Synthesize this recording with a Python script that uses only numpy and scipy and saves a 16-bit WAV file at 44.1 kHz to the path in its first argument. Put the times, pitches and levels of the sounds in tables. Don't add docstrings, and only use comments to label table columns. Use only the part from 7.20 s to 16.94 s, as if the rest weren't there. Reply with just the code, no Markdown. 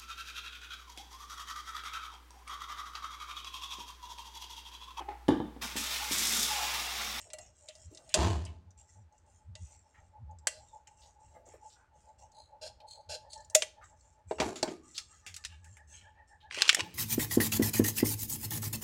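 import sys
import numpy as np
from scipy import signal
from scipy.fft import rfft, irfft, next_fast_len
from scipy.io import wavfile
from scipy.ndimage import map_coordinates

SR = 44100
rng = np.random.default_rng(int(sys.argv[2]) if len(sys.argv) > 2 else 0)


def to_wav(sig):
    pcm = np.clip(np.atleast_2d(sig), -1, 1) * 32767
    pcm = np.round(pcm).astype(np.int16)
    wavfile.write(sys.argv[1], SR, pcm.T)


N = 429534

# f/Hz, relative level/dB, t60/s
FLEX_MODES = [(1190, -9, .1), (1972, 1, .14), (2763, 2.5, 0.15), (3250, -5, 0.033), (4250, -3.5, 0.097)]


def amp(db):
    return 10 ** (np.asarray(db) / 20)


def unit(x):
    return x / np.sqrt(np.mean(x ** 2) + 1e-20)


def along(points, hz):
    f, v = np.transpose(points)
    return np.interp(np.log(hz + 1), np.log(f + 1), v)


def level(rows, column=1):
    cols = np.transpose(rows)
    return amp(np.interp(np.arange(N) / SR, cols[0], cols[column], left=-150, right=-150))


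def wobble(rate_hz, size):
    knots = rng.standard_normal(int(size * rate_hz / SR) + 4)
    return map_coordinates(knots, [np.arange(size) * rate_hz / SR])


def filtered(x, response):
    m = next_fast_len(len(x) + 8192)
    return irfft(rfft(x, m) * response(np.fft.rfftfreq(m, 1 / SR)), m)[:len(x)]


def coloured(x, spectrum, ripple_db=0, spacing_hz=130):
    m = 2 * next_fast_len(len(x) // 2 + 4096)
    hz = np.fft.rfftfreq(m, 1 / SR)
    knots = rng.standard_normal(2000)
    ripple = np.interp(hz / spacing_hz, np.arange(len(knots)), knots)
    response_db = np.maximum(along(spectrum, hz), -110) + ripple_db * ripple
    cepstrum = irfft(np.log(amp(response_db)))
    cepstrum[1:m // 2] *= 2
    cepstrum[m // 2 + 1:] = 0
    return irfft(rfft(x, m) * np.exp(rfft(cepstrum)), m)[:len(x)]


def resonate(x, peaks):
    def response(f):
        total = 0
        for k, (centre, width, db) in enumerate(peaks):
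            damping = 1j * f * width
            total = total + (-1) ** k * amp(db) * damping / (centre * centre - f * f + damping)
        return total
    return unit(filtered(x, response))


def grains(rate_hz, spread_db, smooth):
    at = rng.random(N) < rate_hz / SR
    sign = rng.choice([-1, 1], N)
    slips = at * sign * amp(spread_db * np.clip(rng.standard_normal(N), -2, 2))
    return unit(unit(slips) + smooth * rng.standard_normal(N))


def patchy(x, depth_db, width_hz, life_s):
    hz, t, z = signal.stft(x, SR, nperseg=1024)
    field = rng.standard_normal((int(hz[-1] / width_hz) + 3, int(t[-1] / life_s) + 3))
    where = np.meshgrid(hz / width_hz, t / life_s, indexing="ij")
    gain_db = depth_db * map_coordinates(field, where, order=1)
    return unit(signal.istft(z * amp(gain_db), SR, nperseg=1024)[1][:N])


def ring(modes, attack_s):
    t = np.arange(SR // 3) / SR
    total = 0
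    for hz, db, t60 in modes:
        fade = amp(db + rng.normal(0, 1.5) - 60 * t / t60)
        cycles = hz * rng.normal(1, 0.0035) * t + rng.random()
        total = total + fade * np.sin(2 * np.pi * cycles)
    return -np.expm1(-t / attack_s) * total


def burst(t60_s, colour, ripple_db, crack, span_s, rise_s=0.00039):
    t = np.arange(SR // 3) / SR
    decay = amp(-60 * t / max(t60_s, .005)) + crack * np.exp(-t / .0012)
    fade = decay * -np.expm1(-t / rise_s)
    y = coloured(rng.standard_normal(len(t)) * fade, colour, ripple_db, spacing_hz=228.5)
    return y / np.sqrt(np.mean(y[t < span_s] ** 2))


def add(track, s, sound):
    part = track[round(s * SR):][:len(sound)]
    part += sound[:len(part)]


def strokes(rows, rise, t60_s):
    out, t = np.zeros(N), np.arange(SR) / SR
    for s, db, length_s in rows:
        attack = np.sin(np.pi / 2 * np.minimum(t / (rise * length_s), 1))
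        add(out, s, attack * amp(db - 60 * np.maximum(t - length_s, 0) / t60_s))
    return out


def wavering(hz, drift, rough):
    pitch_hz = hz * (1 + drift * wobble(14, N) + rough * wobble(260, N))
    return unit(np.sin(2 * np.pi * np.cumsum(pitch_hz) / SR))


def bass(hz, spread):
    phase = 2 * np.pi * np.cumsum(hz * (1 + spread * wobble(40, N))) / SR
    tone = np.sin(phase) + amp(-19) * np.sin(2 * phase)
    return unit(filtered(tone, lambda f: f ** 8 / (f ** 8 + 60. ** 8)))


def yard():
    # f/Hz, level/dB
    rumble_colour = [(22, -19.5), (45, -8.5), (62, 1.5), (86, 0), (110, -8), (170, -18), (300, -27),
                     (500, -38), (900, -87)]
    air_colour = [(100, -11), (250, -0.5), (500, 0), (1500, -4), (3000, -14), (8000, -21), (11000, -32),
                  (15000, -34)]
    # f/Hz, width/Hz, level/dB
    hum_peaks = [(474, 70, -11), (578, 63, -11), (859.6, 24, -3.5)]
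    # t/s, lower tone/dB, upper tone/dB
    hum_level = [(0, -80, -87), (.8, -67, -85), (1.5, -85.5, -81.5), (2.6, -82.5, -78), (3, -93.5, -72),
                 (4.1, -90, -68.5), (4.7, -84.5, -74), (4.95, -73, -68.5), (6.1, -66.5, -64),
                 (6.8, -77.5, -77.5), (7.8, -100, -87), (8.7, -82.5, -77), (9.74, -98, -64.5)]
    whine_level = [(5.9, -90, -86.5), (6.2, -93.5, -72.5), (7.0, -94.5, -93.5), (7.6, -70, -89),
                   (8.3, -74, -67.5), (8.5, -95, -69.5), (9.74, -98, -66)]
    hum_tones = (615, 850)
    whine_tones = (1240, 1750)
    # t/s, swells per second/Hz
    throb_rate = [(0, 6.75), (5.85, 6.75), (6.0, 7.49), (9.74, 7.49)]
    throb_peak_s, throb_swing_db = 5.93, 8
    rumble_db, air_db, murmur_db = -67, -78, 7

    rumble = unit(coloured(rng.standard_normal(N), rumble_colour) * amp(2.8 * wobble(10, N)))
    air = unit(coloured(rng.standard_normal(N), air_colour))
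    turns = np.cumsum(np.interp(np.arange(N) / SR, *np.transpose(throb_rate))) / SR
    swell = np.cos(2 * np.pi * (turns - turns[round(throb_peak_s * SR)]))
    throb = unit(amp(throb_swing_db * swell + 3 * np.tanh(wobble(13, N))))

    band_colour = [(150, -16.5), (400, -7), (920, -1), (1150, -5.5), (4000, 2.5), (15000, -8)]
    band = coloured(rng.standard_normal(N), band_colour)
    resonant = resonate(resonate(band, hum_peaks), [(610, 160, -3), (860, 160, 0)])
    murmur = patchy(resonant, depth_db=4, width_hz=150, life_s=.045)
    hum = sum(level(hum_level, k + 1) * wavering(hz, drift=.03, rough=.055)
              for k, hz in enumerate(hum_tones))
    whine = sum(level(whine_level, k + 1) * wavering(hz, drift=.018, rough=.04)
                for k, hz in enumerate(whine_tones))
    machinery = hum + whine + amp(murmur_db) * level(hum_level, 2) * murmur
    return amp(rumble_db) * rumble + amp(air_db) * air + throb * machinery


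def walls(x):
    # f/Hz, t60/s
    decay = [(100, 1), (700, 0.22), (4000, .32), (9000, .24), (16000, .2)]
    hz, t, z = signal.stft(rng.standard_normal(SR // 2), SR, nperseg=256)
    fade = amp(-60 * t / along(decay, hz)[:, None])
    tail = signal.istft(z * fade, SR, nperseg=256)[1]
    tail = tail * -np.expm1(-np.arange(len(tail)) / SR / 0.0028)
    return signal.fftconvolve(x, tail / np.linalg.norm(tail))[:N]


def thuds():
    # t at the peak/s, level/dB, half length/s
    bumps = [(0.674, -46.5, 0.02), (1.175, -35, 0.044), (1.806, -56, 0.071), (2.309, -48, 0.047),
             (2.436, -42.5, 0.032), (3.068, -45.5, 0.062), (3.199, -55, 0.052), (5.906, -51.5, 0.022),
             (6.288, -59.5, 0.02), (7.082, -50, .02), (7.24, -46, 0.056), (8.122, -55.5, 0.039),
             (8.336, -53.5, 0.085), (8.487, -55, 0.05), (8.74, -61, 0.2), (9.631, -44, 0.012)]
    t = np.arange(N) / SR
    swell = sum(amp(db) * np.exp(-((t - s) / half_s) ** 2) for s, db, half_s in bumps)
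    return swell * bass(84, spread=0.16)


def scuffs_and_ticks():
    # t/s, level/dB, length/s, centre f/Hz
    scuffs = [(.05, -64.5, 0.054, 640), (0.167, -62.5, 0.071, 660), (0.203, -72, 0.075, 2370),
              (0.48, -59, 0.037, 2850), (0.71, -58.5, 0.025, 354), (.78, -66, 0.066, 600),
              (0.888, -61, 0.1, 2700), (1.261, -57.5, 0.026, 2600), (2.741, -66, 0.051, 1710),
              (3.668, -63.5, .018, 2200), (3.813, -66, 0.058, 4110), (4.142, -62, 0.094, 490),
              (4.145, -69, 0.043, 1630), (4.265, -59, .022, 590), (4.335, -55, 0.027, 565),
              (4.307, -73, 0.069, 1840), (4.497, -68, 0.051, 4300), (4.554, -71.5, 0.11, 1405),
              (5.601, -63, 0.016, 3570), (6.612, -57.5, 0.043, 1560), (7.214, -33.5, 0.029, 780),
              (7.426, -45, 0.046, 976), (7.744, -51, 0.061, 4460), (8.284, -64, 0.078, 2890),
              (8.724, -64, 0.13, 2660), (8.94, -80.5, .1, 2525), (9.202, -68, 0.054, 3300),
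              (9.37, -45.5, 0.02, 485), (9.576, -54, 0.067, 280), (9.63, -55.5, 0.069, 173)]
    # t/s, level/dB
    ticks = [(1.506, -69.5), (1.924, -78.5), (1.98, -73), (2.52, -65), (3.111, -76), (3.186, -66.5),
             (3.672, -61), (5.117, -71.5), (6.176, -62.5), (6.205, -65), (6.246, -63.5), (6.642, -66),
             (6.808, -70)]
    out, t = np.zeros(N), np.arange(SR // 3) / SR
    for s, db, length_s, hz in scuffs:
        stroke = (1 - np.cos(2 * np.pi * np.minimum(t / (2 * length_s), 1) ** 0.38)) / 2
        slips = rng.standard_normal(len(t)) * amp(2.3 * wobble(280, len(t)))
        colour = [(hz / 4, -32), (hz * .75, -7), (hz * 1.1, 0), (hz * 1.6, -18), (hz * 6, -45)]
        y = coloured(slips * stroke, colour, ripple_db=5, spacing_hz=110)
        add(out, s, amp(db) * y / np.sqrt(np.mean(y[t < length_s] ** 2)))
    tick_colour = [(1500, -35), (4300, -6.5), (7500, 10.5), (9500, -17.5), (13000, -26.5)]
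    for s, db in ticks:
        add(out, s, amp(db) * burst(.05, tick_colour, ripple_db=5, crack=.5, span_s=.03))
    return out


def handling():
    # start t/s, level/dB, length/s
    rub_strokes = [(0, -54.5, 0.027), (.2, -62.5, 0.041), (.34, -65.5, 0.16), (.51, -63.5, .15),
                   (.7, -64, 0.085), (.82, -60, 0.3), (1.57, -64.5, 0.034), (1.67, -67.5, 0.072),
                   (1.93, -76, 0.052), (2.05, -71.5, 0.12), (2.35, -63.5, 0.2), (2.62, -76, 0.24),
                   (3.31, -69.5, 0.24), (3.67, -73, 0.06), (3.76, -65.5, .12), (3.99, -69.5, .15),
                   (4.25, -62, 0.057), (4.41, -64.5, 0.12), (4.73, -72, 0.16), (4.98, -63.5, 0.04),
                   (6.62, -69, 0.071), (6.75, -73.5, 0.18), (7.07, -61, 0.094), (7.62, -59.5, 0.19),
                   (7.88, -64, 0.12), (8.06, -70, 0.032), (8.15, -69.5, 0.19), (8.42, -69.5, 0.14),
                   (8.67, -58, 0.11), (9.07, -70, 0.032)]
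    drag_strokes = [(7.2, -35, 0.078), (7.42, -46.5, 0.042), (7.485, -48, 0.033)]
    sleeve_strokes = [(9.3, -44, 0.13), (9.36, -39.5, 0.16), (9.59, -31.5, 0.018), (9.65, -59, 0.15)]
    # f/Hz, level/dB
    rub_colour = [(1000, -20.5), (2000, -22), (3300, -33.5), (5200, -1), (7300, 7), (8500, -2),
                  (10000, -17), (12000, -32.5), (15000, -46)]
    drag_colour = [(70, -26), (220, -17), (390, 2.5), (550, -8), (830, -11), (1400, -18), (3000, -23.5),
                   (7000, -24), (11000, -37.5), (15000, -54.5)]
    cloth_colour = [(180, -32), (330, -10), (480, -3), (680, -18), (850, -3.5), (1200, -2.5), (2100, 0),
                    (2700, 6), (3800, -4.5), (7000, -9.5), (9500, -17), (15000, -50)]

    rubbing = coloured(grains(300, 4, smooth=.9), rub_colour, ripple_db=3)
    fingers = patchy(rubbing, depth_db=6.5, width_hz=220, life_s=.07)
    flex_colour = [(700, -36.5), (1200, -6.5), (2600, 3.5), (4500, 0.0), (6500, -16.0)]
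    flexing = coloured(rng.standard_normal(N), flex_colour)
    creaks = resonate(grains(110, 4, smooth=.2), [(hz, 70, db) for hz, db, t60 in FLEX_MODES])
    crinkle = patchy(unit(flexing) + creaks, depth_db=8, width_hz=140, life_s=.05)
    dragging = coloured(grains(600, 4.5, smooth=.55), drag_colour, ripple_db=3)
    drag = patchy(dragging, depth_db=4, width_hz=180, life_s=.04)
    brushing = coloured(grains(800, 4, smooth=.6), cloth_colour)
    cloth = patchy(brushing, depth_db=4.5, width_hz=160, life_s=.06)
    touch = amp(-0.5) * fingers + amp(-12.5) * crinkle
    return (strokes(rub_strokes, rise=0.48, t60_s=.3) * touch
            + strokes(drag_strokes, rise=1.0, t60_s=.27) * drag
            + strokes(sleeve_strokes, rise=0.38, t60_s=0.033) * cloth)


def clicks():
    # t/s, level/dB, t60/s, then low, mid and treble against the 4 kHz region/dB
    contacts = [(7.779, -33.5, 0.085, -53, -7, -4.5), (8.064, -44.5, 0.19, -1, 4, 4.5),
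                (8.142, -45, 0.075, -21, -9, 1), (8.164, -41.5, 0.069, -32, -4, 5.5),
                (8.2394, -48, 0.035, -29.5, -7, -15), (8.249, -36.5, 0.066, -15.5, -1, -1.5),
                (8.444, -58.5, 0.17, -11, 10.5, 14), (8.569, -55.5, 0.078, 5, 23, 21.5),
                (9.3103, -40, 0.012, -20.5, 7.5, -23), (9.345, -39.5, 0.058, -31, 0, -3.5),
                (9.42, -18, 0.021, -21.5, -7, -10), (9.479, -32, .09, -6, -11, -4),
                (9.492, -14, 0.036, -51, 0.5, -7.5), (9.496, -17, 0.033, -32, 3.5, -7.5),
                (9.529, -32, 0.011, 1, -6, 0.5), (9.5468, -22.5, 0.031, -11, 4, 7.5),
                (9.568, -39.5, 0.11, 24, 19, -6), (9.588, -40, 0.018, 17, 9, 11.5),
                (9.6057, -30, .027, -54, 4.5, -5)]
    top_db = -21
    out = np.zeros(N)
    for s, db, t60, low, mid, high in contacts:
        top = high + top_db
        colour = [(120, low - 14), (700, low), (1100, mid - 12), (1800, mid), (2700, mid + 2),
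                  (4300, 0), (7500, high), (12000, top), (16000, top - 7)]
        add(out, s, amp(db) * burst(t60, colour, ripple_db=3.5, crack=1.5, span_s=.007))
    return out


def knocks():
    # t/s, level before trim/dB, t60/s, low, mid, high, top against the 4 kHz region/dB, lowest f/Hz
    blows = [(7.11, -30.5, 0.084, 32.5, 14, 0, -27, 414), (7.184, -41, 0.33, 21, 18, -2, -29, 400),
             (7.2003, -28, 0.113, 6.5, 3.5, -6.5, -32, 146), (7.357, -43.5, 0.23, -17, 4, -0.5, -22, 350.6),
             (7.4282, -26.5, 0.039, 8.5, -6, -8, -28.5, 173), (7.477, -37, 0.11, 22.5, 11.5, 0, -40, 172)]
    # f/Hz, relative level/dB, t60/s
    ledge_modes = [(273.7, 6, 0.045), (349, 1.5, 0.09), (433, -13, 0.26), (629, 2.5, 0.082),
                   (815, -8.5, 0.085)]
    trim_db = -1
    out = np.zeros(N)
    for s, db, t60, low, mid, high, top, lowest_hz in blows:
        colour = [(lowest_hz / 2, low - 18), (lowest_hz, low), (800, low), (1300, mid),
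                  (2400, mid - 3), (4300, 0), (7500, high), (12000, top), (16000, top - 8)]
        gain = amp(db + trim_db)
        add(out, s, gain * burst(t60, colour, ripple_db=3.5, crack=.4, span_s=.012))
        excited = [mode for mode in ledge_modes if mode[0] > lowest_hz / 2 + 100]
        add(out, s, gain * ring(excited, attack_s=.002))
    return out


def jolt():
    # start t/s, level/dB, length/s
    rattle_strokes = [(.944, -32.5, 0.12)]
    boom_strokes = [(0.977, -26.5, 0.074)]
    # f/Hz, level/dB
    shudder_colour = [(50, -13.5), (150, 4), (320, 1.5), (520, -1.5), (760, 2), (1100, -3), (2000, -14),
                      (3000, -11), (4500, -15), (7500, -17.5), (10000, -32), (15000, -47)]
    rattle = unit(coloured(grains(1000, 4.5, smooth=.6), shudder_colour, ripple_db=2.5))
    return (strokes(rattle_strokes, rise=0.27, t60_s=0.49) * rattle
            + strokes(boom_strokes, rise=.4, t60_s=0.62) * bass(84, spread=0.18))


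def snaps():
    # t/s, level/dB, mid and treble against the 4 kHz region/dB, hollow ring before trim/dB
    buckles = [(.102, -53.5, -4, -7, -55), (0.133, -41.5, 4, 9.5, -39), (.185, -48, 5, 7.5, -49),
               (.486, -46, -13, -2, -45), (.552, -55.5, -20, -3.5, -55), (0.748, -53, -24, 1, -56.5),
               (0.773, -50.5, -15, -6.5, -60), (.892, -52.5, -20, 4.5, -58), (.9412, -20.5, 1.5, 2.5, -35),
               (.944, -29, 6, -5, -24.5), (1.251, -49.5, -18, 1, -56.5), (2.353, -48.5, -4, -4.5, -55),
               (3.2708, -23.5, 6, 4.5, -46), (6.132, -45, -26.5, -4, -52), (6.299, -50.5, -29, 6, -61.5),
               (6.3468, -32, 8, 9.5, -47), (6.3496, -14, 2, 7.5, -18), (6.421, -27, 7, 0, -41.5)]
    # f/Hz, relative level/dB, t60/s
    air_modes = [(619, 0, .075), (536, -12, .06), (733, -16, .06)]
    t60_s, hollow_trim_db = 0.05, 8.5
    top_db, top_per_treble, top_per_force = -21, 2.3, .35
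    flex_db, flex_growth = -58, .55
    out = np.zeros(N)
    for s, db, mid, high, hollow_db in buckles:
        top = min(top_db + top_per_treble * high + top_per_force * db, high - 13)
        colour = [(260, mid - 25), (520, mid - 3), (1250, mid - 13), (2000, mid - 1), (4300, 0),
                  (7500, high + 1), (9500, high - 5), (12000, top), (16000, top - 5)]
        add(out, s, amp(db) * burst(t60_s, colour, ripple_db=3.5, crack=.7, span_s=.007))
        flex_gain = amp(flex_db + flex_growth * (db + mid + 45))
        add(out, s, flex_gain * ring(FLEX_MODES, attack_s=.002))
        add(out, s, amp(hollow_db + hollow_trim_db) * ring(air_modes, attack_s=0.011))
    return out


def scissors():
    # start t/s, level/dB, length/s
    slide_strokes = [(5.12, -61.5, 0.098), (5.665, -52, 0.064), (6.09, -53.5, 0.042), (6.18, -70, 0.03)]
    cut_strokes = [(3.28, -58.5, .11), (5.412, -45.5, 0.07), (5.889, -39.5, 0.063)]
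    # f/Hz, width/Hz, level/dB
    blade_peaks = [(3060, 70, -19), (4200, 200, 0), (4940, 120, -12), (6300, 200, -9), (6940, 200, -7),
                   (7850, 300, -8), (9900, 500, -16)]
    # f/Hz, width before hand damping/Hz, level/dB
    wall_modes = [(1565, 32, -4), (2290, 42, -22), (2760, 68, -0.5), (3214, 120, -2), (4050, 29, -4),
                  (4080, 21, 7), (4316, 16, -11.5), (4880, 88, 3.5), (5500, 55, -8), (6720, 44, -10),
                  (6930, 63, -7.5), (7700, 28, -22)]
    # f/Hz, level/dB
    tear_colour = [(800, -28.5), (1300, -23), (1620, -11.5), (2100, -17.5), (2900, 11), (3600, 1),
                   (4200, 5), (7500, 1.5), (11000, -13), (15500, -27)]

    catch_hz = 42 + 9 * wobble(20, N)
    catches = amp(4 * np.sin(2 * np.pi * np.cumsum(catch_hz) / SR))
    chatter = catches * grains(900, 4, smooth=.7)
    squeal = patchy(resonate(chatter, blade_peaks), depth_db=4, width_hz=200, life_s=.08)
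    song = unit(catches * wavering(4200, drift=.025, rough=.03))
    squeal = unit(squeal + amp(-1.5) * song)

    tearing = grains(1200, 3, smooth=.7)
    crunch = unit(coloured(tearing, tear_colour, ripple_db=3))
    wall = resonate(tearing, [(hz, width + 45, db) for hz, width, db in wall_modes])
    hollow = resonate(tearing, [(622, 860, 0)])
    hollow = resonate(hollow, [(500, 60, -10.5), (625, 14, 5.0), (859, 27.46, -10.0)])
    bite = amp(-4.5) * crunch + amp(-4) * wall + amp(-4.5) * hollow
    return (strokes(slide_strokes, rise=0.94, t60_s=0.251) * squeal
            + strokes(cut_strokes, rise=0.25, t60_s=0.074) * bite)


def scene():
    hits = snaps() + knocks() + clicks()
    rubs = scissors() + jolt() + handling() + scuffs_and_ticks()
    echo = amp(-17.0) * walls(hits) + amp(-12.5) * walls(rubs)
    return (hits + rubs + echo + thuds() + yard())[None]


def record(dry):
    return filtered(dry[0], lambda hz: hz < 16000)[None]


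dry = scene()
out = record(dry)
to_wav(out)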